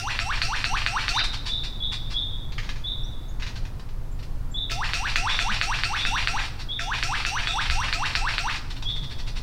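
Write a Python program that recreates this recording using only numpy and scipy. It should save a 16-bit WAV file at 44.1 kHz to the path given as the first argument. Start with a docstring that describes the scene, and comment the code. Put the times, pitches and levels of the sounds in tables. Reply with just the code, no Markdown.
"""Lyrebird dancing in a rainforest

A lyrebird sings on a log. Each beat is a snap (a very fast downward sweep), a rising whoop from the two
sides of the syrinx, and a short noisy burst with a rustle. Between bouts, friction makes its feathers
swish and dry leaves crunch under its claws. Pings and thin chirps of distant birds sound over a rumble.
Reflection from the log, ground and trunks gives echoes; scattering among the trees gives reverberation."""
import sys
import numpy as np
from scipy import signal
from scipy.fft import rfft, irfft, next_fast_len
from scipy.io import wavfile

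SR = 44100
rng = np.random.default_rng(int(sys.argv[2]) if len(sys.argv) > 2 else 0)


def master_out(mix):
    """Clip the mix to full scale and print it as 16-bit PCM to the path in sys.argv[1]."""
    frames = np.transpose(np.atleast_2d(mix))
    ceiling = np.clip(frames, -1, 1)
    pcm = np.round(ceiling * 32767).astype(np.int16)
    wavfile.write(sys.argv[1], SR, pcm)


N = 415422

# Levels in the tables are relative, within each source.
# spectra of the air's hiss and the low rumble: (frequency [Hz], level [dB])
AIR_SPECTRUM = [(100, -3), (170, -2), (210, 0.5), (270, -1), (340, -5.5), (600, -10), (950, -10.5),
                (1500, -16), (2600, -24), (4500, -26), (7500, -32.5), (15000, -36)]
RUMBLE_SPECTRUM = [(12, -2.5), (24, 1), (33, -1.5), (48, -11.5), (62, -13.5), (80, -14.5), (125, -15),
                   (160, -24), (220, -43), (500, -66.5)]
# dull low bumps: (time [s], pitch [Hz], level [dB])
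BUMPS = [(5.48, 170, -32.5), (7.679, 63, -22), (9.002, 141, -30)]
# thin chirps: (time [s], start pitch [Hz], end pitch [Hz], level [dB])
CHIRPS = [(3.032, 5230, 6130, -48), (3.279, 6070, 7000, -53), (4.110, 7000, 7500, -58),
          (4.510, 7360, 7350, -47.5)]
# bell-like pings: (time [s], nominal pitch [Hz], level [dB])
PINGS = [(1.138, 3930, -24), (1.488, 3784, -26), (1.801, 3670, -26.5), (2.138, 3643, -26),
         (2.838, 3734, -28.5), (4.540, 3720, -28), (5.278, 3695, -27.5), (5.973, 3684, -28),
         (6.685, 3620, -29.5), (7.455, 3680, -28.5), (8.850, 3617, -28)]
# scratches in dry leaves: (time [s], level [dB], decay time [s])
SCRATCHES = [(2.52, -38.5, 0.0088), (2.579, -30, 0.01), (2.626, -45, 0.087), (2.689, -37, 0.011),
             (2.758, -46, 0.016), (3.396, -41.5, 0.02), (3.42, -36.5, .015), (3.463, -38, 0.026),
             (3.56, -43, 0.0067), (3.65, -41.5, 0.0079)]
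# single feather swishes: (time [s], duration [s], level [dB])
SWISHES = [(1.234, 0.021, -28), (1.325, 0.034, -32), (1.451, 0.047, -32), (1.628, 0.041, -36.5),
           (1.911, 0.044, -34), (2.095, 0.046, -38.5), (3.458, 0.02, -44), (3.55, 0.029, -41.5),
           (3.793, 0.011, -43.5), (3.886, 0.013, -49.5), (4.185, 0.022, -50), (4.223, 0.021, -45),
           (6.452, 0.011, -35), (6.584, 0.042, -39), (8.551, 0.018, -33.5), (8.7, 0.016, -34.5),
           (8.757, 0.022, -42.5), (8.822, 0.01, -33.5)]
# spectra of leaves, swishes, the burst after a whoop, the hiss after a snap: (frequency [Hz], level [dB])
LEAF_SPECTRUM = [(400, -30), (1000, -4.5), (2400, -3.5), (4500, -10), (6200, -14.5), (8000, -28.5),
                 (15000, -45)]
SWISH_SPECTRUM = [(400, -25.5), (900, 3), (1600, 3), (2700, 5.5), (4300, 4.5), (5700, -0.5), (6500, -12.5),
                  (7000, -11), (8400, -13.5), (9100, -19.5), (9700, -20), (10400, -20.5), (15000, -42)]
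BURST_SPECTRUM = [(300, -24.5), (600, -10), (900, 2), (1700, 1), (2500, 5.5), (3300, 0), (4300, -19.5),
                  (5600, -37), (6600, -24), (15000, -46)]
RASP_SPECTRUM = [(1500, -11), (2600, 7), (3400, -5), (4500, -2.5), (5800, -3.5), (6500, -10.5),
                 (7000, -10.5), (8400, -21.5), (9100, -18.5), (9700, -19.5), (10500, -29), (15000, -31)]
# partials of the squawk: (harmonic number, level [dB])
SQUAWK_HARMONICS = [(1, -12), (2, -1.5), (3, -11), (4, -2.5)]
# squeaks that brighten some snaps: (time [s], pitch [Hz], level [dB])
SQUEAKS = [(.419, 4420, -21.5), (.643, 4370, -26), (1.088, 4400, -26), (5.84, 4500, -26), (7.93, 4580, -32),
           (8.155, 4400, -27)]
# beats of the song: (time [s], snap level [dB], whoop duration [s], effort [dB])
BEATS = [(-.025, -11, .12, -1.5), (0.191, -5.5, .13, -1), (.418, -5, .13, -1), (0.643, -4.5, 0.12, 0),
         (0.864, -3.5, .12, 0), (1.082, -5.5, .107, 0), (4.696, -28, 0.14, -1), (4.935, -6.5, .13, -1),
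         (5.159, -3, .13, 1.5), (5.391, -4.5, 0.12, 1), (5.614, -3.5, 0.12, 1), (5.836, -3.5, .12, 0),
         (6.052, -8, .12, 1.5), (6.274, -3, 0.11, 0), (6.791, -23, .139, 0), (7.028, -6, 0.12, 0.5),
         (7.251, -6.5, .13, -.5), (7.473, -6.5, .13, 0.5), (7.7, -5.5, .13, .5), (7.928, -5, 0.12, .5),
         (8.153, -3.5, 0.13, 0), (8.382, -4.5, 0.11, 0)]
# filters for the snap and for the whoop's overtones: (frequency [Hz], gain [dB])
SNAP_RESPONSE = [(400, -11), (900, -5), (1400, 7.5), (2600, -5), (3400, -8), (4700, -1.5), (6200, -48),
                 (8000, -5), (15000, -14)]
THROAT_RESPONSE = [(3000, 3), (4700, -31), (5900, -5), (6700, -7), (8100, -17), (9300, -34), (11500, -30),
                   (15000, -47)]
# small leaves and stems reflect treble better than bass: (frequency [Hz], gain [dB])
FOLIAGE_RESPONSE = [(600, 0.5), (1000, -3.5), (1600, -1), (3000, -1.5), (4500, 5), (12000, 1.5)]
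# echoes off the log, the ground and near trunks: (delay [s], gain [ratio])
ECHOES = [(.0011, 0.15), (.0032, 0.11), (.0078, 0.17), (.0089, 0.13), (0.019, 0.14)]
SQUAWK_START_S = 1.1915


def undb(db):
    """Amplitude ratio of a level in decibels."""
    return 10 ** (np.asarray(db) / 20)


def unit(x):
    """Normalisation to an rms of 1."""
    return x / np.sqrt(np.mean(x ** 2))


def clock(length):
    """Uniform sample times over a duration in seconds."""
    return np.arange(max(int(length * SR), 8)) / SR


def add(track, start, sound):
    """Superposition: a sound adds to the track from its start time on."""
    i = int(start * SR)
    lo, hi = max(i, 0), min(i + len(sound), N)
    if hi > lo:
        track[lo:hi] += sound[lo - i:hi - i]


def tone(hz):
    """A sinusoid whose phase is the integral of its frequency."""
    return np.sin(2 * np.pi * np.cumsum(hz) / SR)


def gate(t, length, rise, fall):
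    """A trapezoidal envelope, with rise and fall times in seconds."""
    return np.clip(t / rise, 0, 1) * np.clip((length - t) / fall, 0, 1)


def wander(rate, size):
    """Random modulation: interpolated noise, rate values a second, with a spread near 1."""
    steps = np.arange(size) / SR * rate
    return 1.194 * np.interp(steps, np.arange(4096), rng.standard_normal(4096))


def colour(x, points):
    """Minimum-phase filtering: folding the cepstrum makes a (frequency [Hz], gain [dB]) curve causal."""
    hz, db = np.transpose(points)
    size = next_fast_len(N + SR // 4, True) // 2 * 2
    bin_hz = np.maximum(np.fft.rfftfreq(size, 1 / SR), 1)
    magnitude = undb(np.interp(np.log(bin_hz), np.log(hz), db))
    cepstrum = irfft(np.log(magnitude))
    cepstrum[1:size // 2] *= 2
    cepstrum[size // 2 + 1:] = 0
    return irfft(np.exp(rfft(cepstrum)) * rfft(x, size))[:N]


def friction(spectrum, grain_db):
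    """Friction noise: dense tiny ticks of uneven size, at an rms of 1."""
    ticks = rng.standard_normal(N) * undb(grain_db * wander(400, N))
    return unit(colour(ticks, spectrum))


def trees(x, t60, treble_t60, build):
    """Reverberation: sound scattered by trunks and foliage builds up, then decays exponentially."""
    t = clock(1.5)
    noise = rng.standard_normal(len(t))
    low = signal.sosfiltfilt(signal.butter(2, 5000, fs=SR, output="sos"), noise)
    tail = low * 1000 ** (-t / t60) + (noise - low) * 1000 ** (-t / treble_t60)
    tail *= 1 - np.exp(-t / build)
    return signal.fftconvolve(x, tail / np.linalg.norm(tail))[:N]


def forest():
    """Ambient noise: a hiss of air, a rumble and a hum, each under slow random modulation."""
    air = unit(colour(rng.standard_normal(N), AIR_SPECTRUM)) * undb(-46.5 + 0.43 * wander(3.01, N))
    rumble_db = -28.5 + 1.2 * wander(5, N)
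    rumble = unit(colour(rng.standard_normal(N), RUMBLE_SPECTRUM)) * undb(rumble_db)
    hum = tone(113 + 5 * wander(14, N)) * undb(-43.5 + 0.73 * wander(12, N))
    return air + rumble + hum


def bumps():
    """Low tone bursts, whose smooth envelope makes them soft thumps."""
    out, t = np.zeros(N), clock(0.066)
    for start, hz, db in BUMPS:
        add(out, start, undb(db) * tone(hz * (1 + 0.11 * wander(45, len(t)))) * np.hanning(len(t)))
    return out


def chirps():
    """A small bird's thin notes are linear frequency glides with a faint reverberant tail."""
    out, t = np.zeros(N), clock(0.029)
    for start, from_hz, to_hz, db in CHIRPS:
        hz = np.linspace(from_hz, to_hz, len(t)) * (1 + 0.013 * wander(600, len(t)))
        add(out, start, undb(db) * tone(hz) * gate(t, t[-1], .01, 0.0058))
    return out + undb(-5) * trees(out, t60=0.35, treble_t60=0.25, build=.006)


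def pings():
    """Frequency modulation: a distant bird's pure lead-in steps up to a fast trill, which reverberates."""
    lead_s, step_s, lead_ratio, trill_hz, trill_depth = .019, 0.0176, .92, 125.7, 0.047
    peak_s, rise_db_per_s, fall_db_per_s = 0.036, 203, 115
    out, t = np.zeros(N), clock(0.066)
    step = np.clip((t - lead_s) / step_s, 0, 1)
    swell_db = 3 + np.minimum(rise_db_per_s * (t - peak_s), fall_db_per_s * (peak_s - t))
    for start, hz, db in PINGS:
        trill = trill_depth * tone(trill_hz + 25 * wander(85.5, len(t)))
        bend = lead_ratio * (1 - step) + step * (.99 + trill)
        add(out, start, undb(db + swell_db) * tone(hz * bend) * gate(t, t[-1], 0.0044, 0.012))
    return undb(-2.5) * out + trees(out, t60=1.0, treble_t60=0.63, build=0.0027)


def litter():
    """Fracture and friction: claws crack a dry leaf, then the crunch decays exponentially."""
    envelope, t = np.zeros(N), clock(0.23)
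    crack = .8 * np.exp(-t / .003)
    for start, db, decay in SCRATCHES:
        add(envelope, start + .001, undb(db) * (crack + np.exp(-t / decay)) * gate(t, .2, .0015, .05))
    return envelope * friction(LEAF_SPECTRUM, grain_db=2.5)


def twigs(break_above_db=-38):
    """Damped vibration: a twig gives way under each hard scratch and rings briefly."""
    out, t = np.zeros(N), clock(.06)
    envelope = np.exp(-t / 0.0064) * gate(t, t[-1], 0.0019, .01)
    for start, db, _ in SCRATCHES:
        if db > break_above_db:
            hz = 2370 + 400 * wander(1530, len(t))
            add(out, start + 0.00194, undb(db + 6.5) * tone(hz) * envelope)
    return out


def shake(count, first_period_s=0.0678, slowing_s=0.0043, growth_db_per_s=14):
    """A slowing, growing oscillation of the plumage, as strokes: (time [s], duration [s], level [dB])."""
    k = np.arange(count)
    offsets = k * first_period_s + k * (k - 1) / 2 * slowing_s
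    return [(8.877 + offset, 0.046, -45.5 + growth_db_per_s * offset) for offset in offsets]


def feathers():
    """Sliding friction: plumes brush past each other in short swells, ending with a shake."""
    envelope = np.zeros(N)
    for start, length, db in SWISHES + shake(count=7):
        add(envelope, start, undb(db) * gate(clock(length), length, length * 0.41, length * 0.48))
    return envelope * friction(SWISH_SPECTRUM, grain_db=1.5)


def closing_bursts(second_after_s=0.052):
    """Damped noise: a short burst ends the whoop, followed by a rustle and a briefer second burst."""
    bursts, rustle, t = np.zeros(N), np.zeros(N), clock(0.094)
    first_burst = gate(t, 0.13, 0.011, 0.0092) * np.exp(-t / 0.025)
    second_burst = gate(t, .12, 0.0039, .03) * np.exp(-t / 0.0062)
    for start, _, length, effort_db in BEATS:
        end, db = start + length, effort_db - 24
        if abs(end - SQUAWK_START_S) < length:
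            continue  # the squawk ends this whoop instead
        add(bursts, end - .002, undb(db) * first_burst)
        add(bursts, end + second_after_s, undb(db) * second_burst)
        add(rustle, end, undb(db - 12) * gate(t, 0.15, 0.0093, 0.14))
    dull_noise = bursts * friction(BURST_SPECTRUM, grain_db=0)
    return dull_noise + rustle * friction(SWISH_SPECTRUM, grain_db=-3.5)


def rasp():
    """A hiss follows each snap and decays exponentially under the whoop."""
    envelope, t = np.zeros(N), clock(0.45)
    for start, *_ in BEATS:
        add(envelope, start, (1 - np.exp(-t / 0.0024)) * np.exp(-t / 0.037))
    return undb(-30) * envelope * friction(RASP_SPECTRUM, grain_db=6.5)


def squeaks():
    """Fast random frequency modulation roughens a high, quickly damped note."""
    out, t = np.zeros(N), clock(0.021)
    envelope = np.exp(-t / 0.014) * gate(t, t[-1], 0.00083, .012)
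    for start, hz, db in SQUEAKS:
        jitter = 1 + .07 * wander(1200, len(t))
        add(out, start, undb(db) * tone(hz * jitter) * envelope)
    return out


def squawk(from_hz=1350, to_hz=618):
    """A harsh harmonic series closes the first bout: it starts with a crack and drops about an octave."""
    out, t = np.zeros(N), clock(.032)
    glide_hz = to_hz + (from_hz - to_hz) * np.exp(-t / 0.0091)
    hz = glide_hz * (1 + 0.039 * wander(900, len(t)))
    voice = sum(undb(db) * tone(k * hz) for k, db in SQUAWK_HARMONICS)
    crack = 1 + 2 * np.exp(-t / 0.0014)
    add(out, SQUAWK_START_S, undb(-25.5) * voice * crack * gate(t, t[-1], .0006, 0.0067))
    return out


def beats(pause_s=.35):
    """The rhythm of the song: each beat, and whether it is the first after a pause."""
    starts = [row[0] for row in BEATS]
    gaps = np.diff(starts, prepend=starts[0])
    return [(*row, gap > pause_s) for row, gap in zip(BEATS, gaps)]


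def snaps():
    """A very fast downward sweep is heard as an impulse; the first after a pause is slower."""
    out, to_hz = np.zeros(N), 1264
    for start, db, _, _, first in beats():
        from_hz, length = (3230, 0.0077) if first else (5170, 0.00098)
        t = clock(length)
        detune = np.exp(0.051 * rng.standard_normal())
        hz = from_hz * (to_hz / from_hz) ** (t / length) * detune
        add(out, start - .0006, undb(db) * tone(hz) * gate(t, length, length / 6, length / 2))
    return 1.05 * colour(out, SNAP_RESPONSE)


def low_voice(t, length, bend, detune):
    """Exponential growth: one side of the syrinx idles on a pure tone, then swells and shoots upward."""
    base_hz, rise_hz, idle_db, swell_db_per_s = 685, 1239, -21.5, 176
    onset = np.clip((t - 0.36 * length) / 0.02, 0, 1)
    swell = np.maximum(undb(idle_db), onset * undb(swell_db_per_s * (t - length)))
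    sweep = np.exp((t / length - 1) / (.16 + .013 * bend))
    hz = (base_hz + rise_hz * sweep) * (1 + 0.0098 * detune + 0.012 * wander(299.6, len(t)))
    waver_db = 1.5 * wander(121, len(t))
    return undb(-21.5 + waver_db) * swell * gate(t, t[-1], 0.02, 0.013) * tone(hz)


def high_voice(t, length, held_hz, pull_hz=1880, pull_s=0.026):
    """Random modulation roughens the other side of the syrinx; returns its fundamental and overtones."""
    flutter = 1 + .032 * wander(1300, len(t))
    pull = np.clip(1 + (t - length) / pull_s, 0, 1.2) ** 0.83  # a last rise with the low voice
    hz = held_hz * .97 * flutter + pull_hz * pull
    accent_db = 8 * np.exp(-((t - 0.015) / 0.009) ** 2)
    fundamental = undb(-37 + accent_db) * gate(t, t[-1], 0.0072, 0.019) * tone(hz)
    puffs = undb(-34.5 + 4.5 * wander(650, len(t)))
    overtones = sum(tone(k * held_hz * flutter) for k in range(2, 6))
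    return fundamental, puffs * overtones * gate(t, length, 0.016, 0.034)


def whoops():
    """Biphonation: the two sides of the syrinx sing at once, and the throat filters the overtones."""
    out, buzz = np.zeros(N), np.zeros(N)
    for start, _, length, effort_db, first in beats():
        t = clock(length + 0.0055)
        bend, high_detune, low_detune = rng.standard_normal(3)  # no two whoops are alike
        add(out, start, undb(effort_db) * low_voice(t, length, bend, low_detune))
        arch_hz = 2515 + 312.3 * np.sin(2.1 * t / length)
        held_hz = arch_hz * (1 + .015 * high_detune + .014 * wander(90, len(t)))
        # a soft tone about an octave under the high voice opens the whoop
        opening = gate(t - 0.013, 0.034, .01, .01) * tone(held_hz / 2)
        add(out, start, undb(effort_db - 32) * opening)
        fundamental, overtones = high_voice(t, length, held_hz)
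        high_gain = undb(effort_db - 6.5 * first)  # weaker after a pause
        add(out, start, high_gain * fundamental)
        add(buzz, start, high_gain * overtones)
    return out + colour(buzz, THROAT_RESPONSE)


def scene():
    """The near lyrebird's direct sound, early echoes and reverberation add to the forest and far birds."""
    song = snaps() + squeaks() + whoops() + squawk()
    rustle = rasp() + closing_bursts() + feathers() + litter() + twigs()
    reflected_song, reflected_rustle = colour(song, FOLIAGE_RESPONSE), colour(rustle, FOLIAGE_RESPONSE)
    reflected = reflected_song + reflected_rustle
    near = song + rustle
    for delay, gain in ECHOES:
        add(near, delay, gain * reflected)
    # directivity: the song is beamed from the beak, so less of it scatters in the nearby plants
    spilled = reflected_rustle + undb(-4) * reflected_song
    undergrowth = undb(-1) * trees(spilled, t60=.14, treble_t60=.15, build=.005)
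    canopy = undb(-10) * trees(reflected, t60=0.9, treble_t60=0.7, build=0.021)
    return (near + undergrowth + canopy + pings() + chirps() + forest() + bumps())[None]


def record(dry, cutoff_hz=15800):
    """Band limiting: a steep low-pass filter removes the highest treble."""
    return signal.sosfilt(signal.ellip(10, .2, 70, cutoff_hz, fs=SR, output="sos"), dry)


dry = scene()
out = record(dry)
master_out(out)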